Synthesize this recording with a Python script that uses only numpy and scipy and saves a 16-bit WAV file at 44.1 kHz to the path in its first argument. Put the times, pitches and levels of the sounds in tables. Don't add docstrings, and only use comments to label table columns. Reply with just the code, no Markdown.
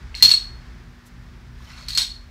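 import sys
import numpy as np
from scipy import signal
from scipy.fft import rfft, irfft
from scipy.io import wavfile
from scipy.ndimage import uniform_filter1d

SR = 44100
rng = np.random.default_rng(int(sys.argv[2]) if len(sys.argv) > 2 else 0)


def nominal_scale(level):
    x = np.asarray(level, float) / 20
    return 10 ** x


def unload_wav(signal):
    wavfile.write(
        sys.argv[1],
        SR,
        np.round(np.clip(np.atleast_2d(signal).T, -1, 1) * 32767).astype(np.int16),
    )


N = 101430


def unit(x):
    return x / np.sqrt(np.mean(x ** 2))


def band(x, hz, width):
    return signal.lfilter(*signal.iirpeak(hz, hz / width, fs=SR), x)


def highpass(x, hz):
    return signal.sosfilt(signal.butter(4, hz, "high", fs=SR, output="sos"), x)


def colour(x, points):
    hz, db = np.array(points).T
    f = np.maximum(np.fft.rfftfreq(len(x), 1 / SR), 1)
    gain = nominal_scale(np.interp(np.log(f), np.log(hz), db))
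    return unit(irfft(rfft(x) * gain, len(x)))


def walk(rate):
    k = int(SR / rate)
    steps = np.repeat(rng.standard_normal(N // k + 1), k)
    return 0.43 * uniform_filter1d(uniform_filter1d(steps, k), k)[:N]


def curve(rows):
    s, db = np.array(rows).T
    return nominal_scale(np.interp(np.arange(N) / SR, s, db, left=-120, right=-120))


def ring(t, hz, t60, rise):
    onset = np.sin(np.pi / 2 * np.minimum(t / rise, 1)) ** 2
    return np.sin(2 * np.pi * hz * t) * np.exp(-np.log(1000) * t / t60) * onset


def struck(rows, rise):
    out, t = np.zeros(N + SR), np.arange(SR // 4) / SR
    for s, hz, db, t60 in rows:
        start = int(s * SR)
        out[start:start + len(t)] += nominal_scale(db) * ring(t, hz, t60, rise)
    return out[:N]


def ticks(per_s, spread_db):
    chance, size = rng.random((2, N))
    clicks = (chance < per_s / SR) * nominal_scale(-spread_db * np.log(1 - size))
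    puffs = signal.lfilter([1], [1, -np.exp(-1 / (.001 * SR))], clicks)
    return unit(puffs * rng.standard_normal(N))


def choked_ring(t, db, hz, rise):
    free_s = 0.0063 + rise + 0.0038 * nominal_scale(db)
    return nominal_scale(db) * ring(t, np.clip(hz, 4225, 4405), 0.074, rise) * np.exp(-((t / free_s) ** 4))


# f/Hz, level/dB, t60/s
BODY_MODES = [(1000, -17, .018), (1430, -15, .02), (1960, -14, .015), (2770, -14, .015), (3500, -8, .02),
              (3860, -5, .025), (5350, -7, .015), (6530, -11, .02), (7930, -11, .03), (9300, -16, .02),
              (13000, -20, .02)]
# f/Hz, level/dB per Hz
CRACK_COLOUR = [(800, -24), (2000, -16), (3000, -8), (4000, -1.5), (4800, -6), (5500, -6), (8100, -15.5),
                (11000, -21.5), (15700, -29)]


def crack(t, rise):
    y = np.zeros(len(t))
    for hz, db, t60 in BODY_MODES:
        level, detune = rng.standard_normal(2)
        y += nominal_scale(1.5 + db + 3 * level) * ring(t, hz * (1 + .012 * detune), t60, 0.00061)
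    t = t[:2048]
    puff = colour(rng.standard_normal(2048), CRACK_COLOUR)
    y[:2048] += nominal_scale(4) * puff * np.exp(-t / 0.0067) * np.minimum(t / rise, 1)
    return y


# t/s, ring level/dB, ring f/Hz, crack level/dB, rise/s
FIRST_DISC = [(.1503, -22.5, 4280, -39.5, 0.00077), (.16, -31, 4060, -53.5, .003),
              (.171, -37, 4230, -42.5, 0.0011), (.182, -29, 4130, -52.5, .002),
              (.1978, -28, 4140, -48.5, 0.00045), (.212, -29.5, 4170, -49, 0.0018),
              (.2243, 4, 4280, -11, .0006), (.2365, -0.5, 4190, -21.5, 0.0014),
              (.2465, -2.5, 4315, -19, .004), (.2555, 1, 4275, -36.5, .004), (.267, -25, 4320, -30, .002),
              (.2765, -9.5, 4317, -30.5, .005), (.287, -6, 4380, -35.5, .003),
              (.303, -12, 4325, -21.5, 0.003), (.3135, -1.5, 4378, -20.5, 0.002),
              (.322, -9, 4322, -30.5, .002), (.335, -3, 4263, -27.5, 0.005),
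              (.3455, -7, 4326, -31.5, 0.004), (.364, -22, 4380, -44.5, .004),
              (.372, -11.5, 4285, -43, .005), (.398, -31.5, 4330, -54, .005),
              (.427, -28.5, 4283, -57, .005)]
SECOND_DISC = [(1.698, -51, 4400, -63, .003), (1.711, -47, 4350, -68, 0.0039),
               (1.733, -47, 4290, -70, 0.0042), (1.753, -48, 4440, -65, .004),
               (1.773, -45, 4350, -67, .003), (1.7825, -47, 4370, -49, 0.0017),
               (1.798, -44, 4370, -55, .004), (1.8238, -40, 4360, -60, .002), (1.838, -41, 4400, -60, .003),
               (1.884, -21.5, 4300, -32, 0.00027), (1.905, -23.5, 4480, -42, 0.00049),
               (1.919, -27, 4300, -55, 0.0022), (1.9317, -21, 4236, -43.5, .003),
               (1.95, -17, 4300, -36, 0.00098), (1.9596, -16, 4240, -43, 0.003),
               (1.9742, -11.5, 4354, -17, 0.0011), (1.981, -8.5, 4275, -24, 0.0015),
               (1.992, -18, 4160, -28.5, .0015), (2.003, -11.5, 4260, -32, 0.0065),
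               (2.017, -14, 4230, -32.5, 0.0013), (2.026, -18, 4310, -30.5, 0.0025),
               (2.046, -21, 4290, -36, .002), (2.064, -25, 4280, -48, 0.0026),
               (2.075, -23, 4300, -65, 0.0023), (2.103, -29, 4330, -52, .003),
               (2.113, -25, 4360, -69.5, 0.005), (2.16, -30, 4290, -60, 0.0064),
               (2.2, -45, 4325, -70, 0.0055)]


def contacts():
    rings, cracks = np.zeros((2, N + SR))
    t = np.arange(SR // 4) / SR
    for s, db, hz, crack_db, rise in FIRST_DISC + SECOND_DISC:
        i = slice(int(s * SR), int(s * SR) + len(t))
        rings[i] += choked_ring(t, db, hz, rise)
        cracks[i] += nominal_scale(crack_db) * crack(t, rise)
    return rings[:N], cracks[:N]


# t/s, f/Hz, level/dB, t60/s
FREE_RINGS = [
    (.152, 4235, -35, 0.35),
    (.415, 4335, -34.5, 0.32),
    (1.73, 4340, -48.5, .3),
    (1.772, 4340, -44.5, 0.48),
    (1.885, 4290, -37, 0.36),
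    (1.951, 4350, -23, .25),
    (2.15, 4325, -44, 0.29),
]


def free_rings():
    return struck(FREE_RINGS, .004)


# t/s, f/Hz, level/dB, t60/s
STRUCK_MODES = [(.144, 2805, -25, 0.0099), (.1445, 2370, -34, 0.029), (.1442, 2150, -24.5, 0.011),
                (.208, 2000, -28, 0.021), (.2255, 13470, -17, 0.027), (.2255, 13000, -9.5, 0.02),
                (.236, 8000, -32.5, .08), (.245, 4030, -29, 0.046), (.252, 5520, -15, .04),
                (.25, 3510, -17, 0.051), (.335, 2670, -38, 0.036), (.228, 2820, -21, 0.025),
                (.312, 2710, -27, 0.075), (.29, 3880, -31, .15), (.318, 8060, -21.5, .07),
                (1.70, 2008, -40, 0.035), (1.884, 13800, -46, 0.021), (1.9495, 13200, -32.5, 0.013),
                (1.9495, 14100, -39, .01), (1.953, 7960, -42, 0.059), (1.985, 7960, -26.5, .06),
                (2.018, 9700, -35, .04), (2.018, 3900, -23, 0.075), (1.98, 3850, -36, .04),
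                (2.045, 3700, -29, 0.045), (2.1, 3830, -49, .08)]


def overtones():
    return struck(STRUCK_MODES, 0.00061)


# t/s, level/dB
CHATTER_LEVELS = [
    [(.1435, -55.5), (.151, -44.5), (.2235, -43), (.226, -20), (.27, -27.5), (.318, -24), (.36, -39),
     (.42, -54.5)],
    [(1.8836, -58), (1.886, -30.5), (1.94, -38.5), (1.9738, -33), (1.977, -25), (2.0, -24), (2.05, -40),
     (2.12, -65)],
]
# f/Hz, width/Hz, level/dB
CHATTER_MODES = [(1900, 1500, -13), (3840, 250, -9.5), (7930, 120, -17.5), (12950, 200, -24.5)]


def chatter():
    x = ticks(2000, spread_db=2)
    y = colour(x, CRACK_COLOUR) + nominal_scale(-9) * unit(band(band(x, 4800, 90), 4310, 200))
    for hz, width, db in CHATTER_MODES:
        y = y + nominal_scale(db) * unit(band(x, hz, width))
    return nominal_scale(-5) * y * sum(curve(rows) for rows in CHATTER_LEVELS)


# t/s, level/dB
SCRAPE_LEVEL = [
    (1.52, -68),
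    (1.6, -56),
    (1.69, -48.5),
    (1.71, -46.5),
    (1.77, -49),
    (1.785, -43),
    (1.81, -47.5),
    (1.83, -48),
    (1.884, -51),
]
# f/Hz, width/Hz, level/dB
SCRAPE_BANDS = [(600, 400, -8.5), (1210, 910, 0.5), (2140, 1300, -1.5), (3200, 1000, -4.5), (3897, 900, -8),
                (4904, 1400, -12.5)]
# t/s, level/dB
AIR_LEVEL = [
    (1.54, -81.5),
    (1.63, -66),
    (1.8, -69),
    (1.84, -71),
    (1.884, -72),
]
# f/Hz, width/Hz, level/dB
AIR_BANDS = [(5394, 510, 5), (9200, 500, -4.5), (13480, 1200, -2.5)]


def scrape():
    out = 0
    for bands, level in ((SCRAPE_BANDS, SCRAPE_LEVEL), (AIR_BANDS, AIR_LEVEL)):
        slips = ticks(2400, spread_db=-3.0)
        rub = 0
        for hz, width, db in bands:
            wander_db = 3.0 * walk(40)
            rub = rub + nominal_scale(db + wander_db) * unit(band(band(slips, hz, width), hz, 2 * width))
        out = out + nominal_scale(-4.0) * curve(level) * rub
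    return out


# t/s, f/Hz, level/dB, t60/s
EDGE_CATCHES = [(1.604, 1074, -40.5, .03), (1.62, 1726, -48, .03), (1.63, 2084, -56.5, .08),
                (1.672, 3050, -44, 0.066), (1.696, 1900, -43.5, .04), (1.712, 1840, -49, 0.034),
                (1.716, 2280, -40, 0.025), (1.73, 2760, -42, 0.038), (1.765, 1480, -45, .03),
                (1.78, 3880, -39, 0.033), (1.783, 2360, -36, 0.017), (1.826, 2740, -52, .03),
                (1.825, 3960, -38, 0.022)]


def catches():
    return struck(EDGE_CATCHES, 0.0015)


# t/s, f/Hz, level/dB, t60/s
TABLE_THUMPS = [
    (.2245, 473, -28, .03),
    (.2245, 600, -38, .02),
    (.226, 390, -35, .03),
    (.232, 170, -34, 0.22),
    (.24, 298, -38.5, .1),
    (1.976, 334, -36.5, 0.055),
    (1.975, 600, -45, .03),
]


def thumps():
    return struck(TABLE_THUMPS, 0.0019)


# f/Hz, t60/s, level/dB
ROOM_BANDS = [(670, 0.5, -3), (1940, 0.28, 8), (4300, 0.38, 4), (8190, 0.34, -6), (12000, 0.2, 9.5)]


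def room(x):
    t = np.arange(SR) / SR
    tail = np.zeros(SR)
    for hz, t60, db in ROOM_BANDS:
        noise = band(rng.standard_normal(SR), hz, hz * 1.7)
        tail += nominal_scale(db) * noise * np.exp(-np.log(1000) * t / t60)
    tail *= np.clip(t / 0.0033 - .5, 0, 1)
    return nominal_scale(-5) * signal.fftconvolve(x, tail / np.sqrt(np.sum(tail ** 2)))[:N]


def sleeve():
    t = np.arange(N) / SR
    swell = np.exp(-((t - 1.072) / 0.011) ** 2 / 2)
    return nominal_scale(-55) * swell * unit(band(rng.standard_normal(N), 6760, 8950))


# f/Hz, level/dB per Hz
HISS_COLOUR = [(150, -30.5), (250, -5.5), (268, -20.5), (366, -10.5), (500, -17), (1770, -12.5),
               (2820, -21), (5180, -22), (15700, -49.5)]
# t/s, level/dB
FAN_SWELL = [(0, 2), (.55, 1.5), (.7, 1.5), (.85, -1.5), (1.3, -0.5), (2.3, -2)]


def fan():
    hiss, swell = colour(rng.standard_normal(N), HISS_COLOUR), walk(2.8)
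    flickering = 0
    for hz in 330 * 2 ** np.arange(6.):
        flickering = flickering + band(hiss, hz, hz * 2.0) * nominal_scale(0.57 * swell + walk(24))
    return nominal_scale(-53) * unit(flickering) * curve(FAN_SWELL)


# f/Hz, width/Hz, rms level/dB
RUMBLE_BANDS = [
    (42, 8.3, -42.5),
    (59.7, 16, -43.5),
    (91, 9.5, -56),
    (122.5, 11, -49.5),
    (170, 45, -54.5),
    (290, 86, -63.5),
    (357, 21, -69),
]
# t/s, level/dB
BUILDING_SWELL = [(0.0, -38), (0.89, -43.5), (1.02, -53.5), (1.32, -40), (1.4, -49), (1.59, -40.5),
                  (1.7, -49.5), (1.74, -43.5), (2.3, -43)]
# t/s, level/dB
MOTOR_SWELL = [(0.0, -46.5), (0.01, -40.5), (0.13, -54.5), (0.26, -39.5), (0.36, -50.5), (0.74, -45),
               (1.0, -50), (1.41, -44.5), (2.3, -52)]


def rumble():
    building, motor = unit(curve(BUILDING_SWELL)), unit(curve(MOTOR_SWELL))
    out = 0
    for k, (hz, width, db) in enumerate(RUMBLE_BANDS):
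        noise = band(band(rng.standard_normal(N), hz, width), hz, 2 * width)
        out = out + nominal_scale(db) * unit(noise) * (building if k < 2 else motor)
    return out


def hum():
    return nominal_scale(-53.5 + walk(3.2)) * np.sin(2 * np.pi * 240 * np.arange(N) / SR)


def preamp():
    return nominal_scale(-71) * rng.standard_normal(N)


def scene():
    rings, cracks = contacts()
    rings = rings + free_rings()
    knocks = cracks + overtones() + catches()
    rest = highpass(knocks + chatter() + scrape(), 650)
    echo = room(rest + nominal_scale(-6) * rings)
    background = sleeve() + fan() + rumble() + hum() + preamp()
    return (rings + rest + echo + thumps() + background)[None]


def top_cut(x):
    return signal.sosfilt(signal.butter(12, 15830, fs=SR, output="sos"), x)


def record(dry):
    lowpass = signal.ellip(8, .2, 60, 15650, fs=SR, output="sos")
    x = signal.sosfilt(lowpass, highpass(dry, 39.9))
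    return top_cut(np.clip(x, -1, 1))


dry = scene()
out = record(dry)
unload_wav(out)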